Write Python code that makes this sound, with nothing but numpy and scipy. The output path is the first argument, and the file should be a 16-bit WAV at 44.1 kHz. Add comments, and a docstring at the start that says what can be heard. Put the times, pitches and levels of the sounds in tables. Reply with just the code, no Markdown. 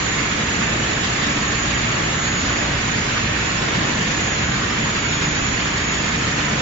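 """A steady roar of cooling fans over a throbbing rumble: a food extruder running in a factory hall.
Gearbox and screw make the rumble, and the main motor hums at multiples of its shaft rate.
On top, inverter switching whines and sizzles in the motor frame, beside a thin hiss of air.
A phone drifts along the control cabinet through the hall's standing waves,
so hum and whine swell and sink at its two microphones."""
import sys
import numpy as np
from scipy import signal
from scipy.fft import rfft, irfft
from scipy.io import wavfile
from scipy.ndimage import uniform_filter1d

SR = 44100
rng = np.random.default_rng(int(sys.argv[2]) if len(sys.argv) > 2 else 0)


def materialize(psi):
    """Save the field psi as 16-bit PCM at rate SR to the path in sys.argv[1].

    A 1-D psi becomes a single channel; in a 2-D psi each row is a channel.
    """
    bounded = np.clip(np.atleast_2d(psi).T, -1, 1)
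    quanta = np.round(bounded * 32767).astype(np.int16)
    wavfile.write(sys.argv[1], SR, quanta)


N = 291501
SOUND_M_S, MIC_GAP_M, SHAFT_HZ = 343, .14, 29.22


def undb(db):
    """Decibels to gain."""
    return 10 ** (np.asarray(db) / 20)


def unit(x):
    """Scale to an rms of 1."""
    return x / np.sqrt(np.mean(np.abs(x) ** 2))


def automation(table):
    """A (t/s, value) table as a lane, sample by sample."""
    times, values = np.transpose(table)
    return np.interp(np.arange(N) / SR, times, values)


def bins():
    """Frequency of every spectrum bin, floored at 1 Hz."""
    return np.maximum(np.arange(N // 2 + 1) * SR / N, 1)


def across(table):
    """A (f/Hz, value) table joined on a log-frequency axis."""
    hz, value = np.transpose(table)
    return np.interp(np.log(bins()), np.log(hz), value)


def pan(db):
    """Constant-power left and right gains; negative dB leans right."""
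    gains = undb(np.array([db, -db]) / 2)
    return gains / np.sqrt(np.mean(gains ** 2, axis=0))


def walk(rate):
    """Random modulator: values held 1 / rate s and slewed twice; rms 1."""
    hold = int(SR / rate)
    steps = np.repeat(rng.standard_normal(N // hold + 1), hold)
    return unit(uniform_filter1d(uniform_filter1d(steps, hold), hold)[:N])


def flutter(rate):
    """An uneven tremble of about `rate` swings a second, with no slow drift; rms 1."""
    band = np.exp(-np.log2(bins() / rate) ** 2)
    return unit(irfft(rfft(rng.standard_normal(N)) * band, N))


def swells(rows):
    """Bell-shaped bumps, summed from rows of (centre t/s, length at half height/s, height)."""
    t = np.arange(N) / SR
    return sum(height * .5 ** ((2 * (t - centre) / length) ** 2) for centre, length, height in rows)


def leveller(pair, span_s):
    """Iron out level changes slower than span_s."""
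    span = int(span_s * SR)
    power = np.mean(pair ** 2, axis=0)
    return pair / np.sqrt(uniform_filter1d(uniform_filter1d(power, span), span))


def multiband_ride(pair, edges_hz, rows, span_s):
    """Level each band, swell it with the rows pitched inside it, and restore its rms."""
    spectrum, out = rfft(pair), 0
    for low, high in zip(edges_hz, edges_hz[1:]):
        band = irfft(spectrum * ((bins() >= low) & (bins() < high)), N)
        rise_db = swells((t, length, db) for t, length, hz, db in rows if low <= hz < high)
        out = out + np.std(band) * unit(leveller(band, span_s) * undb(rise_db))
    return out


def turbulent(pair, depth_db, span_hz, span_s, size=512):
    """Eddies: random patches of spectrum, about span_hz wide and span_s long, swell and fade."""
    hz, times, spectra = signal.stft(pair, SR, nperseg=size)
    eddies = rng.standard_normal((len(hz), len(times)))
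    eddies = uniform_filter1d(eddies, int(span_hz / hz[1]), axis=0)
    eddies = unit(uniform_filter1d(eddies, int(span_s / times[1]), axis=1))
    return signal.istft(spectra * undb(depth_db * eddies), SR, nperseg=size)[1][:, :N]


# Stereo image of the phone, which blends its lows to mono and widens its highs: f/Hz, left-right correlation
MIC_CORRELATION = [(50, 1), (100, .9988), (160, .992), (230, .94), (370, .5), (520, .05), (900, .13),
                   (1600, -.02), (7000, .03)]

def mic_pair(pair):
    """The phone blends the bass of its two microphones and leaves their treble unrelated."""
    left, right = rfft(pair)
    alike = np.clip(across(MIC_CORRELATION), -1, 1)
    mid = (left + right) / 2 * np.sqrt(1 + alike)
    side = (left - right) / 2 * np.sqrt(1 - alike)
    return irfft(np.array([mid + side, mid - side]), N)


def hall_noise(colour):
    """Diffuse noise at both microphones, shaped by a gain per bin."""
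    white = rng.standard_normal((2, N))
    return unit(mic_pair(irfft(rfft(white) * colour, N)))


def standing_tone(hz, path_m, wobble_rad=0, reflections=8):
    """A tone arrives from many walls at once; the waves add and cancel along the phone's path."""
    bearing, phase = 2 * np.pi * rng.random((2, reflections, 1, 1))
    coarse = np.linspace(0, N - 1, reflections ** 3).astype(int)
    mics_m = np.array([[1], [-1]]) * MIC_GAP_M / 2
    lead_m = np.cos(bearing) * path_m[coarse] + np.sin(bearing) * mics_m
    field = np.exp(1j * (phase + 2 * np.pi * hz * lead_m / SOUND_M_S)).sum(axis=0)
    field = np.array([np.interp(np.arange(N), coarse, mic) for mic in field])
    oscillator = np.exp(1j * (2 * np.pi * hz * np.arange(N) / SR + wobble_rad))
    return unit(np.real(field * oscillator))


# Ringing modes of the motor frame: f/Hz, half-width/Hz, level/dB before panning
FRAME_MODES = [(4445, 32, -45.5), (5600, 20, -54), (5890, 100, -52), (6120, 50, -48), (6200, 25, -55),
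               (6485, 35, -53), (6790, 65, -41), (7060, 90, -46)]

def frame_sizzle(pan_db=-2, flicker_db=2):
    """Switching noise sizzles in the narrow resonances of the motor frame."""
    power = sum((undb(db) * unit(1 / (1 + ((bins() - hz) / width) ** 2))) ** 2
                for hz, width, db in FRAME_MODES)
    sizzle = hall_noise(np.sqrt(power)) * np.sqrt(np.mean(power))
    return sizzle * undb(flicker_db * walk(25)) * pan(pan_db)[:, None]


# Antinode crossings, keyed by tone f/Hz: t/s, length/s, level/dB, microphone L or R
ANTINODES = { 6122.2: [(.15, .2, -40, "R"), (.6, .5, -44, "R"), (2.3, .25, -41.5, "R"),
             (3.05, .2, -39, "R"), (4.28, .3, -40, "L"), (5.35, .2, -38.5, "R")],
             6774.7: [(.18, .12, -34, "R"), (.2, .5, -41, "L"), (.75, .9, -34.3, "R"),
             (1.2, .2, -39.5, "L"), (1.27, .2, -36, "R"), (1.42, .14, -36, "L"), (1.6, .2, -29, "R"),
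             (1.83, .18, -32, "R"), (2.2, .35, -32.3, "L"), (2.27, .2, -28.4, "R"), (2.53, .15, -33, "R"),
             (2.55, .25, -33.2, "L"), (2.88, .19, -31.5, "R"), (3, .08, -35.5, "L"),
             (3.22, .17, -34.3, "L"), (3.25, .15, -38.5, "R"), (3.5, .13, -30.3, "R"),
             (3.83, .13, -38.5, "R"), (4.2, .4, -41, "L"), (4.25, .32, -29, "R"), (4.55, .18, -37, "L"),
             (4.87, .14, -33, "L"), (5.08, .2, -31.2, "R"), (5.2, .2, -32, "L"), (5.32, .18, -31.3, "R"),
             (5.5, .15, -28, "R"), (5.87, .26, -32, "L"), (5.95, .24, -33, "R"), (6.28, .18, -33.5, "L"),
             (6.5, .13, -34, "R")], 6804.5: [(.1, .3, -33.3, "R"), (.75, .8, -36, "R"), (1.2, .2, -39, "L"),
             (1.68, .5, -36, "R"), (2.54, .22, -35, "R"), (2.96, .12, -35.5, "R"), (3.87, .22, -38.5, "L"),
             (4.21, .17, -35.3, "R"), (4.63, .23, -39, "L"), (4.85, .24, -33, "R"), (5.98, .35, -34.3, "R"),
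             (6.48, .1, -37.5, "R")], 7081.7: [(.05, .4, -38, "R"), (.8, .75, -37.8, "R"),
             (1.55, .25, -43, "L"), (2.1, .15, -41.5, "R"), (3.53, .22, -38, "R"), (4.3, .3, -43, "L")]}

def carrier(hz, node_db, wobble_rad, drift_rad=1.5, rough_db=.6):
    """A strong drive tone swells as each microphone crosses an antinode."""
    drift = drift_rad * np.array([walk(1.622), walk(2.3)])  # each side has its own mix of reflections
    tone = unit(np.sin(2 * np.pi * hz * np.arange(N) / SR + drift + wobble_rad * walk(60)))
    swell_power = np.array([
        swells((t, length, undb(db) ** 2) for t, length, db, mic in ANTINODES[hz] if mic == side)
        for side in "LR"])
    return tone * np.sqrt(swell_power + undb(node_db) ** 2) * undb(rough_db * flutter(6.9))


# Lead tones of the inverter: f/Hz, level between swells/dB, phase wobble/rad
CARRIERS = [(6122.2, -49, .65), (6774.7, -48, .1), (6804.5, -47, .45), (7081.7, -48.5, .3)]
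# Weaker drive tones, some a shaft rate apart: f/Hz, relative level/dB
SIDEBANDS = [(3312, -53), (3372.6, -51.5), (3402, -55), (3432, -48), (5802, -54.5), (5883, -55),
             (5903, -56), (6002.4, -51), (6465.3, -59.5), (6744, -45.7), (6890.6, -54), (7052, -50.5)]

def inverter_whine(path_m, pan_db=-3, sideband_trim_db=.5):
    """Inverter switching makes the motor sing: strong tones, and unsteady sidebands beating with them."""
    carriers = sum(carrier(*row) for row in CARRIERS)
    sidebands = sum(undb(db + sideband_trim_db) * standing_tone(hz, path_m, wobble_rad=.4 * walk(25))
                    for hz, db in SIDEBANDS)
    return carriers + sidebands * pan(pan_db)[:, None]


# Brief swells in the level of the roar and hiss: t/s, length/s, f/Hz (picks the band), rise/dB
BAND_SWELLS = [(.21, .1, 1800, 1.5), (.65, .12, 1800, 1.3), (1.06, .1, 4000, 1.9), (1.25, .14, 4000, 2.4),
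               (1.26, .17, 750, 1.6), (1.26, .16, 1800, 1.2), (1.47, .05, 1800, 1), (1.57, .04, 1800, 1.2),
               (1.73, .06, 4000, 1.6), (1.74, .07, 1800, 1.1), (1.83, .06, 4000, 1.4),
               (1.88, .24, 750, 1.6), (1.93, .1, 1800, 1.6), (2.46, .08, 4000, 1.5), (2.54, .09, 1800, 1.2),
               (2.97, .04, 4000, 1.4), (3.16, .06, 1800, 1.5), (3.16, .07, 4000, 2.4), (3.38, .1, 1800, 1),
               (3.75, .2, 4000, 1.2), (3.82, .18, 1800, .9), (3.88, .28, 750, 2.1), (4.11, .13, 4000, 1.6),
               (4.26, .15, 750, 1.3), (4.48, .2, 750, 1.7), (4.87, .25, 750, 1.2), (5.21, .14, 4000, 1.4),
               (5.65, .08, 4000, 1.2), (6.43, .08, 1800, 1.3)]
# Edges of the bands that swell separately: f/Hz
SWELL_EDGES = [0, 550, 950, 3000, 9000]

def band_swells(noise, span_s, first_band=0):
    """The level of the roar or hiss swells briefly, band by band; bands below first_band are dropped."""
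    return unit(multiband_ride(noise, SWELL_EDGES[first_band:], BAND_SWELLS, span_s))


# EQ of the hiss: f/Hz, relative level/dB
HISS_EQ = [(1500, -20), (3000, -3), (3800, 0), (4200, -3), (5400, -3.5), (5800, -6), (6150, -9),
           (6300, -24), (6600, -19), (7150, -9), (7350, -8)]

def air_hiss(tremble, level_db=-31.2):
    """A thin, fluttering hiss swells along with the upper bands of the roar."""
    tremble_db = .5 * tremble + .7 * flutter(6) + .7 * flutter(70)
    air = hall_noise(undb(across(HISS_EQ)))
    air = turbulent(air, depth_db=2.8, span_hz=220, span_s=.05)
    return band_swells(air, span_s=.15, first_band=2) * undb(level_db + tremble_db)


# Slow tremolos on the drone: period/s, first peak t/s, depth/dB
DRONE_BEATS = [(1.28, .1, 4.3), (1.02, .32, 2.7)]

def motor_drone(level_db=-41.0):
    """The shaft's tenth harmonic drones dead centre, in slow beats."""
    t = np.arange(N) / SR
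    beat_db = sum(depth * np.cos(2 * np.pi * (t - peak) / period) for period, peak, depth in DRONE_BEATS)
    tone = unit(np.sin(2 * np.pi * 10 * SHAFT_HZ * t + walk(1.5)))
    return tone * undb(level_db + beat_db)


# Partials of the motor hum: multiple of the shaft rate, relative level/dB
HUM_PARTIALS = [(1, -52), (2, -38.5), (3, -42.5), (4, -40), (5, -44), (8, -42), (14, -52), (16, -46),
                (20, -47.5), (24, -53), (28, -52)]

def motor_hum(path_m, waver_db=2, trim_db=-3):
    """Harmonics of the shaft waver as the dough loads the screw unevenly."""
    hum = sum(undb(db + waver_db * walk(8)) * standing_tone(multiple * SHAFT_HZ, path_m)
              for multiple, db in HUM_PARTIALS)
    return undb(trim_db) * mic_pair(hum)


# EQ of the gearbox and screw: f/Hz, relative level/dB
RUMBLE_EQ = [(12, -22.5), (28, -11), (46, -9.5), (58, -3), (75, -2.5), (100, 0), (150, 1), (205, -1),
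             (232, 0), (262, -5.5), (315, -4), (450, -10), (730, -10), (1600, -42)]
# Screw load, as the rumble's fader against the hum ahead of the leveller: t/s, level/dB
SCREW_LOAD = [(0, -25), (2.2, -25.5), (4.5, -24.5), (5.3, -25.5), (5.7, -25), (6.5, -25)]
# Throbs, from deep boom to hollow growl: t/s, length/s, f/Hz (picks the band), rise/dB
THROBS = [(.39, .1, 230, 2.7), (.6, .13, 230, 4.3), (.7, .35, 130, 2.3), (.75, .35, 60, 2),
          (.77, .09, 230, 3.3), (.8, .4, 430, 3), (1.05, .1, 130, 2), (1.33, .18, 230, 4.7),
          (1.5, .14, 60, 3.5), (1.73, .18, 60, 5.5), (1.81, .14, 230, 3.7), (1.93, .45, 130, 2.8),
          (2.03, .19, 430, 3.3), (2.17, .16, 60, 2.8), (2.33, .13, 130, 2.3), (2.45, .1, 230, 4.4),
          (2.49, .12, 60, 5), (2.61, .17, 430, 4), (2.73, .16, 60, 5.5), (2.76, .12, 130, 3.6),
          (2.95, .12, 230, 3.9), (2.96, .12, 130, 3), (3.2, .15, 230, 2.3), (3.27, .17, 130, 3),
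          (3.3, .25, 60, 4.3), (3.57, .07, 130, 2.3), (3.67, .09, 60, 3.5), (3.76, .35, 430, 3.6),
          (3.79, .17, 130, 4.4), (3.93, .3, 230, 4.3), (4.02, .12, 130, 3), (4.25, .12, 130, 2),
          (4.26, .15, 430, 2.8), (4.47, .15, 60, 5), (4.5, .15, 130, 4.9), (4.57, .15, 230, 3.5),
          (4.8, .15, 230, 4.2), (4.84, .1, 130, 3.2), (5.25, .28, 130, 3.7), (5.45, .18, 230, 2.2),
          (5.46, .25, 60, 4.3), (5.84, .14, 60, 3.3), (6.1, .28, 230, 2.8), (6.12, .25, 60, 2.3),
          (6.27, .2, 130, 3.5), (6.55, .12, 230, 4), (6.56, .12, 130, 4), (6.57, .12, 430, 3.3)]
# Edges of the rumble bands that throb separately: f/Hz
RUMBLE_EDGES = [0, 80, 190, 310, 8000]

def gearbox(hum, trim_db=-0.22):
    """Gearbox and screw rumble; levelled together with the hum, they throb now deeper, now higher."""
    rumble = hall_noise(undb(across(RUMBLE_EQ))) * undb(automation(SCREW_LOAD) + trim_db)
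    return multiband_ride(rumble + hum, RUMBLE_EDGES, THROBS, span_s=.13)


# EQ of the fan roar: f/Hz, relative level/dB
FAN_EQ = [(150, -24.5), (450, -2.5), (650, -12), (790, -5.5), (900, -2.5), (1100, 0.5), (1330, 0),
          (1550, 1), (1820, 2.9), (2000, 1), (2250, 0.95), (2850, -2), (3100, -5), (3850, -11), (4300, -14),
          (5400, -19), (6050, -14), (6330, -25), (7400, -39)]
# Fan placement, mostly to the right: f/Hz, left minus right level/dB
FAN_PAN = [(200, -0.5), (500, -5.5), (1000, 0), (1750, -4), (2500, -3), (3300, -1.8), (5000, -5),
           (7300, 6.5)]

def cooling_fans(tremble, level_db=-22.5, direct_db=-11):
    """Turbulent fan air roars through the hall; a small share comes straight from the right."""
    colour = undb(across(FAN_EQ)) * pan(across(FAN_PAN))
    lag_s = np.array([[.00064], [0]])  # the left microphone hears it later
    delay = np.exp(-2j * np.pi * bins() * lag_s)
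    direct = unit(irfft(rfft(rng.standard_normal(N)) * colour * delay, N))
    air = hall_noise(colour) + undb(direct_db) * direct
    air = turbulent(air, depth_db=1.1, span_hz=500, span_s=.04)
    # narrow, shifting ridges stand for the standing waves the phone passes through
    air = turbulent(air, depth_db=1.5, span_hz=60, span_s=.22, size=2048)
    tremble_db = .5 * tremble + .35 * flutter(40)
    return band_swells(air, span_s=.12) * undb(level_db + tremble_db)


# The phone's drift along the cabinet: t/s, speed/(m/s)
PHONE_SPEED = [(0, .033), (.9, .045), (1.4, .12)]

def scene():
    """The extruder's low end, air and electrical top, mixed at the moving phone."""
    path_m = np.cumsum(automation(PHONE_SPEED)) / SR
    tremble = flutter(12)  # shared, so roar and hiss shiver together
    low_end = gearbox(motor_hum(path_m)) + motor_drone()
    air = cooling_fans(tremble) + air_hiss(tremble)
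    return low_end + air + inverter_whine(path_m) + frame_sizzle()


def record(dry, cutoff_hz=7460):
    """The phone cuts the top steeply."""
    high_cut = signal.ellip(14, .1, 90, cutoff_hz, fs=SR, output="sos")
    return signal.sosfilt(high_cut, dry)


dry = scene()
out = record(dry)
materialize(out)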